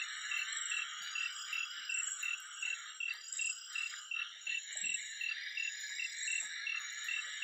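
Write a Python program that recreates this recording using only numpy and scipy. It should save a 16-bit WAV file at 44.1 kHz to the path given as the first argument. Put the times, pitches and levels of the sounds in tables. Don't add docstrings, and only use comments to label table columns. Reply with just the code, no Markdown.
import sys
import numpy as np
from scipy import signal
from scipy.fft import rfft, irfft
from scipy.io import wavfile
from scipy.ndimage import uniform_filter1d

SR = 44100
rng = np.random.default_rng(int(sys.argv[2]) if len(sys.argv) > 2 else 0)


def to_wav(s):
    ch = np.atleast_2d(s).T
    pcm = np.round(np.clip(ch, -1, 1) * 32767)
    wavfile.write(sys.argv[1], SR, pcm.astype(np.int16))


N = 327663
T = np.arange(N) / SR
STROKE_S = .0432


def undb(db):
    return 10 ** (np.asarray(db) / 20)


def unit(x):
    return x / np.sqrt(np.mean(x ** 2))


def curves(table):
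    s, *columns = np.transpose(table)
    return [np.interp(T, s, c) for c in columns]


def add(out, s, sound):
    i = int(round(s * SR))
    a, b = max(i, 0), min(i + len(sound), N)
    if b > a:
        out[a:b] += sound[a - i:b - i]


def colour(x, points):
    hz, db = np.transpose(points)
    f = np.maximum(np.fft.rfftfreq(len(x), 1 / SR), 1)
    gain = undb(np.interp(np.log(f), np.log(hz), db, left=-np.inf, right=-np.inf))
    return irfft(rfft(x) * gain, len(x))


def fading_noise(t60):
    t = np.arange(SR) / SR
    tail = rng.standard_normal(SR) * np.exp(-np.log(1000) * t / t60)
    return tail / np.linalg.norm(tail)


def trees(x, t60):
    return signal.fftconvolve(x, fading_noise(t60))[:N]


def syllable(hz, length, rise, glide_hz, steep):
    u = np.arange(int(length * SR)) / (length * SR)
    attack = (u / rise) ** (steep * rise)
    decay = ((1 - u) / (1 - rise)) ** (steep * (1 - rise))
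    phase = 2 * np.pi * np.cumsum(hz + glide_hz * (u - rise)) / SR
    return attack * decay * np.exp(1j * phase)


def with_octave(tone, octave_db):
    return (tone + undb(octave_db) * tone ** 2).real


def still_air():
    # (frequency [Hz], relative level [dB])
    spectrum = [(20, -20), (60, -6), (150, -2.5), (400, -2.5), (900, -2), (4500, 5), (5300, -12),
                (5950, -7), (6350, 2), (8100, 4.5), (9000, -26.5), (12000, -11.5), (15500, -14.5)]
    return undb(-74) * unit(colour(rng.standard_normal(N), spectrum))


def remote_crickets(lo_hz, hi_hz, db, count):
    out = np.zeros(N)
    for when, pitch, size in rng.random((count, 3)):
        hz = lo_hz + (hi_hz - lo_hz) * pitch
        stroke = syllable(hz, length=.015, rise=.54, glide_hz=-220, steep=6.5).real
        for k in range(6):
            add(out, when * N / SR + (k - 3) * STROKE_S, undb(11 * size) * stroke)
    return undb(db) * unit(trees(out, t60=.13))


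def far_trill(start_s=6.15, hz=4720, stroke_s=.031, db=-63.0):
    out = np.zeros(N)
    for s in np.arange(start_s, N / SR, stroke_s):
        pitch = hz + 40 * rng.standard_normal()
        add(out, s, syllable(pitch, length=.024, rise=.71, glide_hz=450, steep=5.7).real)
    return undb(db) * (.5 * out + trees(out, t60=.51))


def ceaseless_cricket(hz=5660, back_db=-6, neighbours_db=-7):
    # (time [s], level [dB])
    loudness = [(0.0, -58), (2.65, -62), (3.12, -65), (3.74, -61.5), (4.14, -67.5), (4.16, -60),
                (4.26, -63.5), (5.48, -63), (6.02, -57.5), (7.43, -59.5)]
    stroke_hz, back_s = 48.545, .0104
    out = np.zeros(N)
    for s in np.arange(0, N / SR, 1 / stroke_hz):
        forward_gain, back_gain = undb(rng.standard_normal(2))
        forward = syllable(hz, length=.014, rise=.46, glide_hz=-61, steep=2).real
        back_pitch = hz + 30 * rng.standard_normal()
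        back = syllable(back_pitch, length=.011, rise=.59, glide_hz=91, steep=7.3).real
        add(out, s, forward_gain * forward)
        add(out, s + back_s, back_gain * undb(back_db) * back)
    neighbours = colour(rng.standard_normal(N), [(5430, -22), (5570, -16.0), (5640, 1.5), (5720, -5),
                                                 (5790, -1.5), (5920, -40)])
    return unit(unit(out) + undb(neighbours_db) * unit(neighbours)) * undb(curves(loudness)[0])


def trilling_cricket(hz=4985, warm_up_hz=340, third_db=-19, echo_db=-7):
    # (start [s], wing strokes, level of the full strokes before scatter [dB])
    trills = [(1.012, 32, -47.5), (3.09, 32, -48), (5.286, 30, -48)]
    stroke_s = .02875
    out = np.zeros(N)
    for s, count, db in trills:
        for k in range(round(count)):
            cold = np.exp(-(k / 4.9) ** 1.4)
            size, detune = rng.standard_normal(2)
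            pitch = hz - warm_up_hz * cold + 12 * detune
            glide = 430 * (1 - .5 * cold)
            stroke = syllable(pitch, length=.021, rise=.41, glide_hz=glide, steep=4.9)
            overtone = undb(third_db) * (1 - cold) * stroke ** 3
            add(out, s + k * stroke_s, undb(db - 2.5 * cold + 1.8 * size) * (stroke + overtone).real)
    return out + undb(echo_db) * trees(out, t60=.4)


def far_crickets(echo_db=3, direct_db=-4, uneven_db=.96):
    # (first chirp [s], period [s], wing strokes, mean pitch [Hz], level before direct/echo gains [dB])
    singers = [(-.29, 1.174, 8, 6900, -46), (.12, 1.2, 8, 6930, -49), (-.01, 1.19, 8, 7610, -49.5),
               (.6, 1.05, 8, 7460, -52), (.625, 1.287, 8, 7120, -51.5), (.238, 1.8, 6, 7150, -49.5)]
    out = 0
    for first, period, count, hz, db in singers:
        song = np.zeros(N)
        for n, (effort, drift) in enumerate(rng.standard_normal((8, 2))):
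            for k, swell in enumerate(np.hanning(round(count) + 2)[1:-1] ** .22):
                size, detune = rng.standard_normal(2)
                pitch = hz + 30 * drift + 45 * detune
                stroke = syllable(pitch, length=.018, rise=.5, glide_hz=-220, steep=3.3)
                gain = swell * undb(db + uneven_db * effort + 2 * size)
                add(song, first + n * period + k * STROKE_S, gain * with_octave(stroke, octave_db=-28.5))
        out = out + undb(direct_db) * song + undb(echo_db) * trees(song, t60=.35)
    return out


def rattles(lo_hz, hi_hz, pulse_hz, note_s, count, climb=.0499, ring=.28, size_db=12):
    out = np.zeros(N)
    for start, pace, length, size, pitch in rng.random((count, 5)):
        u = np.linspace(0, 1, int(SR * note_s * (.5 + length)))
        cycle = np.arange(len(u)) / SR * pulse_hz * (1 + .5 * (pace - .5)) % 1
        hz = (lo_hz + (hi_hz - lo_hz) * pitch) * (1 + climb * (u - .5))
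        pulses = np.minimum(10 * cycle, 1) * np.exp(-cycle / ring)
        note = np.hanning(len(u)) ** .5 * pulses * np.sin(2 * np.pi * np.cumsum(hz) / SR)
        add(out, start * (N / SR + note_s) - note_s, undb(size_db * size) * note)
    return out


def crowd(throat, pulse_hz, note_s, count):
    out = 0
    for _ in range(3):
        notes = rattles(throat[1][0], throat[-2][0], pulse_hz, note_s, count)
        out = out + notes + trees(notes, t60=.27)
    out = unit(colour(out, throat))
    return out / np.sqrt(uniform_filter1d(out ** 2, size=3000) + 1e-3)


def calling(din, volleys, attack_s, release_s):
    power = undb(curves(din)) ** 2
    for s, length, *db in volleys:
        attack = np.clip((T - s) / attack_s, 0, 1)
        release = np.exp(-np.log(1000) * np.clip((T - s - length) / release_s, 0, 2))
        power = power + np.outer(undb(db), attack * release) ** 2
    return np.sqrt(power)


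def frog_crowds(lower_db=-.16, upper_db=.08, low_db=-.38, small_db=-.3):
    # (frequency [Hz], relative level [dB])
    high_lower, high_upper = [(1300, -38), (1560, -9), (1690, 5), (1880, 1), (2100, -1), (2300, -6),
                              (2480, -15), (2800, -40)], [(2900, -50), (3350, -7), (3650, 6.5), (3900, 6),
                                                  (4150, 1), (4350, -17.5), (4800, -34), (5300, -70.5)]
    low_throat, small_throat = [(950, -52.5), (1120, -18), (1210, -4), (1430, 2), (1580, 0.5),
                                (1750, -17.5), (2200, -39.5)], [(2500, -30), (2720, -3), (2950, 4.5), (3080, -0.5),
                                                    (3300, -3.5), (3500, -20), (4000, -42.5)]
    # (time [s], lower resonance level [dB], upper resonance level [dB])
    high_din = [(0.0, -46.5, -49.5), (0.6, -50.5, -55), (1.15, -53.5, -59.5), (1.4, -70.5, -70.5),
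                (3.6, -76, -71.5), (4.1, -85, -70.5), (4.6, -66, -58), (5.1, -50, -51.5),
                (6.0, -48.5, -52.5), (7.43, -47.0, -50.5)]
    # (start [s], length [s], lower resonance level [dB], upper resonance level [dB])
    high_volleys = [(0.2, 0.19, -47.5, -57.5), (0.435, 0.13, -47, -50.5), (0.65, 0.13, -48.0, -52.5),
                    (1.003, 0.083, -53, -50.0), (1.17, 0.11, -49.5, -55.0), (1.442, 0.13, -50.5, -55.0),
                    (1.692, 0.15, -52.5, -56), (1.91, 0.13, -54, -70), (2.16, 0.14, -52, -53.5),
                    (2.375, 0.14, -60, -67), (2.602, 0.22, -52.5, -55.5), (2.81, 0.083, -54.5, -54),
                    (3.054, 0.09, -49, -53.0), (3.313, 0.09, -57.5, -54), (3.683, 0.14, -53, -53.5),
                    (3.845, 0.098, -54.5, -53), (4.133, 0.095, -52.5, -52.0), (4.278, 0.095, -58, -55.5),
                    (4.45, 0.088, -48.5, -49.5), (4.63, 0.2, -50.0, -53.5), (4.94, 0.065, -46.5, -55),
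                    (5.311, 0.19, -47, -53.5), (5.778, 0.21, -50, -52.5), (6.149, 0.12, -47.5, -48.0),
                    (6.462, 0.17, -48, -52), (6.98, 0.13, -48.5, -51.0)]
    # (time [s], level [dB])
    low_din, small_din = [(0.0, -54.5), (0.4, -50), (1.8, -52), (2.9, -54.5), (3.05, -67.0), (4.3, -80.5),
                          (4.7, -77.5), (6.1, -73.5), (7.43, -76)], [(0.0, -54.5), (0.4, -49), (1.8, -48.5), (2.3, -59), (3.3, -58.5),
                                           (3.9, -52.5), (4.6, -61), (5.4, -56.5), (6.1, -67), (6.6, -63.5),
                                           (7.43, -51)]
    # (start [s], length [s], level [dB])
    low_volleys, small_volleys = [(3.07, 0.07, -58.5), (3.271, 0.085, -60.5), (3.477, 0.14, -60.5),
                                  (3.665, 0.16, -54.5), (3.902, 0.12, -53.5), (4.142, 0.1, -52),
                                  (4.395, 0.07, -63), (4.67, 0.065, -66.5), (5.275, 0.065, -59),
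                                  (6.385, 0.07, -62), (6.542, 0.099, -60.5), (6.716, 0.14, -54.5),
                                  (6.957, 0.12, -58.5), (7.02, 0.09, -67), (7.155, 0.13, -55.5),
                                  (7.36, 0.08, -60)], [(2.02, 0.063, -50.5), (2.268, 0.12, -51.5),
                                                       (2.485, 0.18, -52.5), (2.6, 0.06, -53),
                                                       (2.84, 0.095, -56.5), (4.15, 0.14, -50.5),
                                                       (4.446, 0.13, -50.5), (4.66, 0.14, -55),
                                                       (4.83, 0.14, -55)]
    lower, upper = calling(high_din, high_volleys, attack_s=.064, release_s=.37)
    low, = calling(low_din, low_volleys, attack_s=.028, release_s=.42)
    small, = calling(small_din, small_volleys, attack_s=.042, release_s=.29)
    return (undb(lower_db) * lower * crowd(high_lower, pulse_hz=174.8, note_s=.07, count=300)
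            + undb(upper_db) * upper * crowd(high_upper, pulse_hz=109.7, note_s=.08, count=320)
            + undb(low_db) * low * crowd(low_throat, pulse_hz=76.7, note_s=.12, count=170)
            + undb(small_db) * small * crowd(small_throat, pulse_hz=76.94, note_s=.11, count=180))


def near_cricket(hz=7640, first_drop_hz=100, first_db=-7, scrape_db=-13, echo_db=-4, count=6):
    # (start [s], stroke level before scatter [dB])
    chirps = [(.474, -34), (1.891, -32.5), (3.273, -33), (4.718, -33.5), (6.176, -33.5)]
    peaks, pressure = np.zeros(N), np.zeros(N)
    for s, db in chirps:
        for k in range(count):
            first = k == 0
            size, detune = rng.standard_normal(2)
            pitch = hz - first_drop_hz * first + 15 * detune
            peak = syllable(pitch, length=.02, rise=.6, glide_hz=-160, steep=11)
            gain = undb(db + first_db * first + .7 * size)
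            add(peaks, s + k * STROKE_S, gain * with_octave(peak, octave_db=-34))
            add(pressure, s + k * STROKE_S, gain * np.hanning(int(STROKE_S * SR)) ** .5)
    scrape = colour(rng.standard_normal(N), [(6900, -32.5), (7150, -15.0), (7350, -2.5), (7480, 1.0),
                                             (7700, -0.5), (7810, -32.5)])
    out = peaks + undb(scrape_db) * pressure * unit(scrape)
    return out + undb(echo_db) * trees(out, t60=.49)


def leaves(patter_db=-77):
    # (time [s], snap energy before colouring [dB], rustle energy before colouring [dB])
    tick_table = [(.374, -52, -34.5), (.716, -54, -47.5), (1.022, -60, -36.5), (1.326, -51, -51.5),
                  (1.529, -38.5, -37), (2.076, -50, -43.5), (2.228, -31.5, -36), (2.402, -36, -45),
                  (3.137, -39, -45), (3.726, -51, -44), (5.214, -54, -40), (5.797, -54.5, -40),
                  (5.869, -45, -46), (6.421, -60, -43), (6.794, -50.5, -44.5), (6.928, -43.5, -56),
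                  (7.044, -36, -34.5)]
    # (time [s], peak level [dB], pitch [Hz], fade of the noise by 60 dB [s])
    bump_table = [(.386, -61.5, 696, 0.12), (1.0, -68.5, 180, 0.22), (1.02, -62, 810, 0.23),
                  (1.56, -63, 1000, .095), (1.77, -69, 280, .23), (2.085, -42, 1780, .028),
                  (2.662, -58.5, 945, 0.15), (2.70, -62, 604, 0.22), (3.145, -59.5, 880, .15),
                  (3.938, -33.5, 1750, .026), (4.467, -61, 680, .14), (4.48, -68, 200, .25),
                  (4.754, -52, 670, .24), (4.821, -54.5, 187, 0.35), (4.83, -61.5, 266, 0.36),
                  (5.9, -59, 1110, .092), (6.42, -56, 780, 0.21), (6.425, -69.5, 258, 0.24),
                  (7.264, -63.5, 520, 0.1)]
    ticks, bumps = np.zeros(N), np.zeros(N)
    for s, snap_db, rustle_db in tick_table:
        snap = undb(snap_db) * fading_noise(t60=.0034)
        rustle = undb(rustle_db) * fading_noise(t60=.26)
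        add(ticks, s, snap + rustle)
    drips = [(when * N / SR, patter_db + 8 * size, 400 + 650 * pitch, .09)
             for when, size, pitch in rng.random((18, 3))]
    for s, db, hz, t60 in list(bump_table) + drips:
        body = signal.butter(3, [hz * .8, hz * 1.22], "band", fs=SR, output="sos")
        bump = signal.sosfilt(body, fading_noise(t60))
        add(bumps, s, undb(db) * bump / np.abs(bump).max())
    return bumps + colour(ticks, [(400, -25.5), (1500, 0.5), (4500, 3), (9000, 3.5), (12000, 7.5), (16000, 8)])


def near_frog(sac_hz=2686, pulse_hz=2724, sag_hz=-215, ground_db=-14, echo_db=-24, waver_hz=5):
    # (start [s], pulses)
    calls = [(-.089, 5), (.3115, 5), (.713, 5), (1.1525, 5), (1.5258, 5), (1.893, 5), (2.228, 5),
             (2.6237, 5), (3.002, 5), (3.391, 5), (3.753, 5), (4.111, 5), (4.467, 5), (4.839, 5),
             (5.2085, 5), (5.5705, 5), (5.993, 3), (6.275, 5), (6.666, 5), (7.083, 5), (7.421, 5)]
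    pulse_s, ground_s = .02565, .0095
    ground_turn = np.exp(2j * np.pi * sac_hz * ground_s)
    out = np.zeros(N)
    for s, count in calls:
        call_hz = sac_hz + waver_hz * rng.standard_normal()
        for k in range(round(count)):
            size, slip, late = rng.standard_normal(3)
            start = k * pulse_s + .00021 * late
            sac_phase = 2 * np.pi * call_hz * start + .3 * slip
            pulse = syllable(pulse_hz, length=.023, rise=.27, glide_hz=sag_hz, steep=3.9)
            pulse = undb(-31 + .51 * size) * pulse * np.exp(1j * sac_phase)
            add(out, s + start, pulse.real)
            add(out, s + start + ground_s, undb(ground_db) * (pulse * ground_turn).real)
    return out + undb(echo_db) * trees(out, t60=1.0)


def scene():
    remote = remote_crickets(6700, 7700, db=-69, count=50) + remote_crickets(6000, 6550, db=-81, count=40)
    crickets = far_trill() + ceaseless_cricket() + trilling_cricket() + far_crickets() + near_cricket()
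    return (still_air() + remote + crickets + frog_crowds() + leaves() + near_frog())[None]


def record(dry):
    return signal.sosfilt(signal.ellip(10, .2, 70, 15560, fs=SR, output="sos"), dry)


dry = scene()
out = record(dry)
to_wav(out)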